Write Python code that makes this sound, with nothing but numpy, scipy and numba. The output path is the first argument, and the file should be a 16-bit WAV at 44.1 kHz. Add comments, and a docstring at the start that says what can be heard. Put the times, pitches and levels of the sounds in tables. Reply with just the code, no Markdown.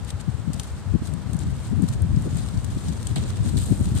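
"""On the bank of a pond, plastic kites fly a few metres away. Their tails flutter in the airflow: the
buckling film crackles all the time, rustles in flurries and snaps when a wave whips off the end.
Turbulent wind buffets the two microphone ports, mostly the left, over the hum of a distant town.
Late on the breeze freshens, and a jacket sleeve swishes by friction as an arm comes down."""
import sys
import numpy as np
from scipy import signal
from scipy.fft import rfft, irfft
from scipy.io import wavfile
from scipy.ndimage import map_coordinates
from numba import njit

SR = 44100
rng = np.random.default_rng(int(sys.argv[2]) if len(sys.argv) > 2 else 0)


def unload_audio(sound):
    """Save the sound as a 16-bit wav file, at the path given as the first command line argument."""
    columns = np.transpose(np.atleast_2d(sound))
    # keep every value between -1 and 1, then stretch to whole-number steps
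    steps = np.round(np.clip(columns, -1, 1) * 32767)
    wavfile.write(sys.argv[1], SR, steps.astype(np.int16))


N = 176400
TOP_HZ, EDDY_HZ = 14400, 27.816  # upper band limit; rate at which the wind's level wanders

# sound of the film at the right port, relative to the left (frequency [Hz], gain [dB])
FILM_AT_RIGHT = [(1000, 6.5), (3800, 0), (5800, -13.5), (7800, -6.5), (9300, -14), (14000, -9.5)]


def undb(db):
    """Amplitude ratio of a level in decibels."""
    return 10 ** (np.asarray(db) / 20)


def times():
    """Time of each sample in seconds."""
    return np.arange(N) / SR


def curve(rows, column=1):
    """Linear interpolation of one column of a table over time."""
    rows = np.array(rows)
    return np.interp(times(), rows[:, 0], rows[:, column])


def over_bins(points):
    """Interpolation of (frequency [Hz], value) points over the spectrum, on a log axis."""
    hz, value = np.array(points).T
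    return np.interp(np.log(np.arange(N // 2 + 1) * SR / N + 1), np.log(hz), value)


def colour(x, points, right=None):
    """Spectral shaping that keeps the power of white noise, then an optional right-port filter."""
    gain = undb(over_bins(points))
    gain = gain / np.sqrt(np.mean(gain ** 2))
    if right is not None:
        gain = np.array([gain, gain * undb(over_bins(right))])
    return irfft(rfft(x) * gain, N)


def unit(x):
    """Normalisation to rms 1."""
    return x / np.sqrt(np.mean(x ** 2))


def walk(hz):
    """Smooth random modulation of rms 1, through hz new values a second."""
    return unit(map_coordinates(rng.standard_normal(4096), [times() * hz], order=3, mode="mirror"))


def swell(centre, length):
    """Gaussian envelope of peak 1."""
    return np.exp(-2 * ((times() - centre) / length) ** 2)


@njit
def damped_tones(starts, phase_steps, amplitudes, fade, count):
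    """Superposition of damped sinusoids, each count samples long."""
    out = np.zeros(N + count)
    for k in range(len(starts)):
        phasor, step = amplitudes[k], fade * np.exp(1j * phase_steps[k])
        for i in range(starts[k], starts[k] + count):
            out[i] += phasor.imag
            phasor *= step
    return out[:N]


def grains(per_s=11000, ring_s=0.00038, spread_db=1):
    """Free vibration of film or cloth: dense tiny rings of random pitch, with a phase for each port."""
    when, pitch, size, left, right = rng.random((int(per_s * N / SR), 5)).T
    sizes = undb(-spread_db * np.log(np.maximum(size, np.exp(-3))))
    starts = (when * N).astype(np.int64)
    phase_steps = 2 * np.pi * pitch * TOP_HZ / SR
    fade = np.exp(-1 / (ring_s * SR))
    ports = [damped_tones(starts, phase_steps, sizes * np.exp(2j * np.pi * phase), fade, count=100)
             for phase in (left, right)]
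    return unit(np.array(ports)) * np.sqrt(2 * TOP_HZ / SR)


def crackle(per_s, spread_db, decay_s=0.001):
    """Buckling as a Poisson process: creases pop at random, each a brief cluster of grains."""
    pops = (rng.random(N) < per_s / SR) * undb(spread_db * np.clip(rng.standard_normal(N), -2, 2.5))
    power = signal.lfilter([1], [1, -np.exp(-2 / (decay_s * SR))], pops ** 2)
    return unit(np.sqrt(power)) * grains()


def fluttering_tails(flap_hz=30.22, flap_depth_db=1.97):
    """Aeroelastic flutter: the film's crackle pulses with irregular flaps and swells in flurries."""
    # steady flutter (time [s], relative level [dB])
    flutter = [(0.0, -54.5), (0.81, -54.5), (1.41, -53.5), (1.49, -49.5), (1.98, -55.5), (2.16, -49.5),
               (2.39, -46.5), (2.73, -46), (3.1, -45), (3.46, -47), (3.78, -46), (4.0, -38.5)]
    # flurries of the tails (centre time [s], length [s], level [dB])
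    flurries = [(0.09, 0.027, -41), (0.207, 0.016, -38.5), (0.628, 0.15, -47), (1.063, 0.04, -41.5),
                (1.413, 0.038, -44), (1.638, 0.089, -44.5), (1.838, 0.028, -45), (1.894, 0.051, -45),
                (1.936, 0.018, -40), (2.397, 0.08, -41), (2.91, 0.08, -45), (3.284, 0.041, -42),
                (3.472, 0.047, -42), (3.88, 0.025, -40), (3.994, 0.05, -38.5)]
    # spectrum of the plastic film (frequency [Hz], relative level [dB])
    film_spectrum = [(400, -11), (1200, -5), (2500, -7), (4000, -1), (5500, -3), (7200, 0.5), (8900, 4),
                     (9500, -1.5), (10000, -20.5), (11000, -9), (14300, -17)]
    steady_power = undb(curve(flutter) + 0.5) ** 2
    flurry_power = sum((undb(db) * swell(s, length)) ** 2 for s, length, db in flurries)
    flaps = unit(undb(flap_depth_db * walk(2 * flap_hz)))
    envelope = np.sqrt(steady_power + flurry_power) * flaps
    return colour(envelope * crackle(per_s=3900, spread_db=-1.5), film_spectrum, FILM_AT_RIGHT)


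def wind_rumble(eddy_db=2):
    """Turbulent pressure fluctuation: eddies pass each port independently."""
    # wind between buffets (time [s], left relative level [dB], right relative level [dB])
    wind = [(0, -28.5, -40), (.3, -33, -43.5), (.55, -25.5, -32), (.65, -35, -39), (1.25, -25, -37.5),
            (1.47, -22.5, -31.5), (1.62, -30, -32.5), (2.15, -21.5, -29), (2.5, -26.5, -31.5),
            (3, -27.5, -31), (4, -24.5, -25)]
    # spectrum of the turbulence (frequency [Hz], relative level [dB])
    spectrum = [(20, -52), (31, -37), (48, -8.5), (70, -2), (100, -1), (160, -8), (240, -14.5), (400, -30),
                (800, -56), (2000, -84)]
    envelopes = np.array([undb(curve(wind, column=port) + eddy_db * walk(EDDY_HZ)) for port in (1, 2)])
    return colour(envelopes * rng.standard_normal((2, N)), spectrum) * undb(0.5)


def town_hum(level_db=-46):
    """Partial coherence: an even, far hum, most alike at the two ports in the midrange."""
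    # distant town and wind in the grass (frequency [Hz], relative level [dB])
    spectrum = [(25, -18), (70, -2), (250, 0), (600, 0.1), (1000, -2), (1500, -5), (2300, -12), (4000, -14),
                (6000, -19), (8700, -17), (10000, -29), (14000, -32.5)]
    # likeness of the two ports (frequency [Hz], correlation [0-1])
    likeness = [(100, 0.28), (600, 0.91), (1400, 0.62), (3000, 0.29), (6000, .03)]
    correlation = np.clip(over_bins(likeness), 0, 1)
    mid, side = rfft(rng.standard_normal((2, N)))
    mid *= np.sqrt((1 + correlation) / 2)
    side *= np.sqrt((1 - correlation) / 2)
    ports = irfft(np.array([mid + side, mid - side]), N)
    return colour(ports, spectrum) * undb(level_db + 0.12 * walk(4.2))


def wind_buffets(low_hz=60.5, slope=4.43, reach=1.76):
    """Pressure pulses: each strong eddy thumps the ports with a compact swell of a few uneven cycles."""
    # eddies (centre time [s], length [s], level [dB], swirl's upper edge [Hz], left minus right [dB])
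    buffets = [(0.034, 0.046, -24.5, 112, 15), (0.147, 0.027, -19, 136, 8.5),
               (0.288, 0.017, -14.5, 170, 17), (0.349, 0.0077, -15.5, 160, 29),
               (0.481, 0.014, -18, 235, 30), (0.501, 0.013, -18, 215, 28), (0.555, 0.013, -22.5, 166, 8),
               (0.731, 0.051, -25, 114, 8), (0.873, 0.023, -20.5, 160, 14), (0.918, 0.031, -17.5, 155, 15),
               (0.952, 0.02, -10.5, 225, 26), (1.021, 0.009, -18.5, 195, -11.5),
               (1.138, 0.05, -21.5, 230, 20), (1.35, 0.018, -17, 177, 16), (1.473, 0.025, -17.5, 175, 1.5),
               (1.531, 0.0096, -15, 220, 20), (1.734, 0.052, -17.5, 213, 27),
               (1.789, 0.038, -16.5, 190, 22), (1.836, 0.02, -10.5, 225, 32), (1.906, 0.022, -16, 172, -4),
               (2.038, 0.035, -14, 159, 7.5), (2.11, 0.022, -17, 185, 4), (2.146, 0.014, -13.5, 192, 10),
               (2.174, 0.014, -11, 170, 20), (2.269, 0.022, -22, 345, 13), (2.37, 0.041, -20, 170, 8),
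               (2.583, 0.019, -17.5, 171, 12), (2.64, 0.012, -21.5, 190, 17), (2.771, 0.013, -18.5, 214, 4),
               (2.891, 0.049, -20.5, 204, 17), (3.063, 0.016, -20, 130, 15), (3.115, 0.024, -19.5, 220, 24),
               (3.181, 0.049, -20, 189, 7.5), (3.407, 0.022, -17.5, 150, 11), (3.465, 0.029, -19, 200, 7),
               (3.563, 0.047, -15.5, 225, 15), (3.634, 0.01, -16.5, 170, 12), (3.72, 0.021, -10, 198, 21),
               (3.813, 0.02, -12.5, 209, 10), (3.872, 0.01, -16, 140, 6), (3.922, 0.0063, -15, 193, 3),
               (3.963, 0.016, -14, 245, 12)]
    out, size = np.zeros((2, N + SR)), SR // 2
    hz = np.arange(size // 2 + 1) * SR / size
    lag = (np.arange(size) - size // 2) / SR
    low_cut = 1 - np.exp(-(hz / low_hz) ** 5)
    for s, length, db, edge_hz, pan_db in buffets:
        swirl_band = low_cut / (1 + (hz / edge_hz) ** slope)
        swirl = signal.hilbert(irfft(rfft(rng.standard_normal((2, size))) * swirl_band, size))
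        # the swirl gives only its phase; a bell sets the amplitude
        thump = np.cos(np.angle(swirl)) * np.exp(-2 * (lag / length) ** 2)
        thump_band = low_cut / (1 + (hz / (reach * edge_hz)) ** slope)
        pressure = irfft(rfft(thump) * thump_band, size)
        pressure /= np.sqrt(np.sum(pressure ** 2, axis=1, keepdims=True) / (length * SR))
        sides = undb(np.array([[pan_db], [-pan_db]]) / 2)
        out[:, int(s * SR):int(s * SR) + size] += undb(db) * pressure * sides / np.linalg.norm(sides)
    return out[:, size // 2:size // 2 + N]


def snapping_tails(attack_s=0.0007, decay_s=0.0043, shiver_s=0.0098, shiver_db=-16, split_hz=7800):
    """Impulsive radiation: the film whips taut with a sharp crack, then a faint shiver."""
    # snaps of the tails (time [s], relative level [dB], upper band over lower band [dB])
    snaps = [(0.0464, -44, 7), (0.1036, -34, -1), (0.532, -33, 6), (0.5398, -37, 7), (0.596, -26.5, 4),
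             (0.632, -36.5, 10), (1.072, -37.5, 7), (1.136, -37.5, 8), (1.332, -33.5, 11),
             (1.345, -45, -4.1), (1.3658, -41.5, 10), (1.3893, -36, 9), (1.6985, -45, 9), (1.8205, -38, 15),
             (1.8863, -33.5, 4), (2.019, -35, 20), (2.16, -45, -9), (2.221, -39.5, 13), (2.37, -36, 14),
             (2.4862, -38.5, 2), (2.573, -42.5, -19), (2.6445, -35, 6.5), (2.724, -49, -19),
             (2.883, -39, -6), (3.028, -39, 4), (3.0694, -29.5, 4.5), (3.1575, -33, -1), (3.237, -42, -13),
             (3.302, -35, 3), (3.3695, -38.5, -3), (3.492, -39, 6), (3.855, -39, 8)]
    # spectrum of a snap, brighter than the steady crackle (frequency [Hz], relative level [dB])
    spectrum = [(400, -12), (1200, -7), (2500, -8.5), (4000, 1.5), (5500, 0.5), (7200, 2.5), (8900, 6.5),
                (9500, -0.5), (10000, -11), (11000, -10), (14300, -14)]
    age = times()[:SR // 10]
    crack = np.exp(-(age / decay_s) ** 2)
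    shiver = undb(shiver_db) * np.exp(-age / shiver_s)
    shape = (1 - np.exp(-age / attack_s)) * (crack + shiver)
    envelopes = np.zeros((2, N))  # below and above split_hz
    for s, db, bright_db in snaps:
        band_gains = undb(db + 3.5) * unit(undb([[0], [bright_db]]))
        span = envelopes[:, int(s * SR):][:, :len(age)]
        span += band_gains * shape[:span.shape[1]] / shape.max()
    ringing = grains()
    upper = signal.sosfiltfilt(signal.butter(3, split_hz, "high", fs=SR, output="sos"), ringing)
    return colour(envelopes[0] * (ringing - upper) + envelopes[1] * upper, spectrum, FILM_AT_RIGHT)


def breeze(eddy_db=2):
    """Flow noise: a soft rush past the phone that grows as the wind freshens."""
    # strength of the rush (time [s], level [dB])
    rush = [(0, -80), (1.9, -60), (2.8, -49), (4, -45)]
    # spectrum of the rush (frequency [Hz], relative level [dB])
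    spectrum = [(150, -22), (330, 8.5), (480, -1), (750, -5.5), (1500, -36), (6000, -43)]
    return colour(rng.standard_normal((2, N)) * undb(curve(rush) + eddy_db * walk(EDDY_HZ)), spectrum)


def sleeve_swishes(attack_s=0.0028):
    """Friction noise: jacket cloth rubs on itself close to the microphone."""
    # strokes of the sleeve (start time [s], decay time [s], level [dB], spectral tilt [dB/octave])
    swishes = [(3.159, 0.021, -32, 0), (3.179, 0.18, -43.5, -1.5), (3.43, 0.11, -44, 7),
               (3.568, 0.051, -33.5, 6), (3.61, 0.17, -36.5, 10), (3.945, .12, -39, 11)]
    # spectrum of the cloth (frequency [Hz], relative level [dB])
    cloth = [(400, 5), (1300, -4), (2500, -2.5), (4000, 5), (5500, -4), (7000, -1.5), (8300, 2.5),
             (9300, 0), (10100, -20), (12000, -14), (14300, -26)]
    # sound of the cloth at the right port, relative to the left (frequency [Hz], gain [dB])
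    cloth_at_right = [(1000, 9), (4000, 1.5), (5900, -16), (7900, 0.5), (9500, -6.5), (14000, -5)]
    out = 0
    for s, decay_s, db, tilt_db in swishes:
        age = np.maximum(times() - s, 0)
        shape = np.minimum(age / attack_s, 1) * np.exp(-np.maximum(age - attack_s, 0) / decay_s)
        tilted = [(hz, level + tilt_db * np.log2(hz / cloth[0][0])) for hz, level in cloth]
        out = out + colour(undb(db) * shape * crackle(per_s=750, spread_db=0.5), tilted, cloth_at_right)
    return out


def sleeve_crease(level_db=-22):
    """Snap-through buckling: the cloth folds with one bright tick, equally near both ports."""
    # spectrum of the tick (frequency [Hz], relative level [dB])
    spectrum = [(2000, -22), (6000, -19), (7300, -13), (8100, 9), (9000, -7), (10000, -26), (14000, -13)]
    tick = colour(rng.standard_normal((2, N)), spectrum)
    return undb(level_db) * swell(centre=3.5876, length=0.0012) * tick


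def scene():
    """Superposition: the pressures of kites, wind, town and sleeve add at each port."""
    return (fluttering_tails() + wind_rumble() + town_hum() + wind_buffets() + snapping_tails()
            + breeze() + sleeve_swishes() + sleeve_crease())


def record(dry):
    """Band limiting: the phone's steep low-pass filter cuts the top of the treble."""
    return signal.sosfilt(signal.ellip(10, .2, 80, TOP_HZ, fs=SR, output="sos"), dry)


dry = scene()
out = record(dry)
unload_audio(out)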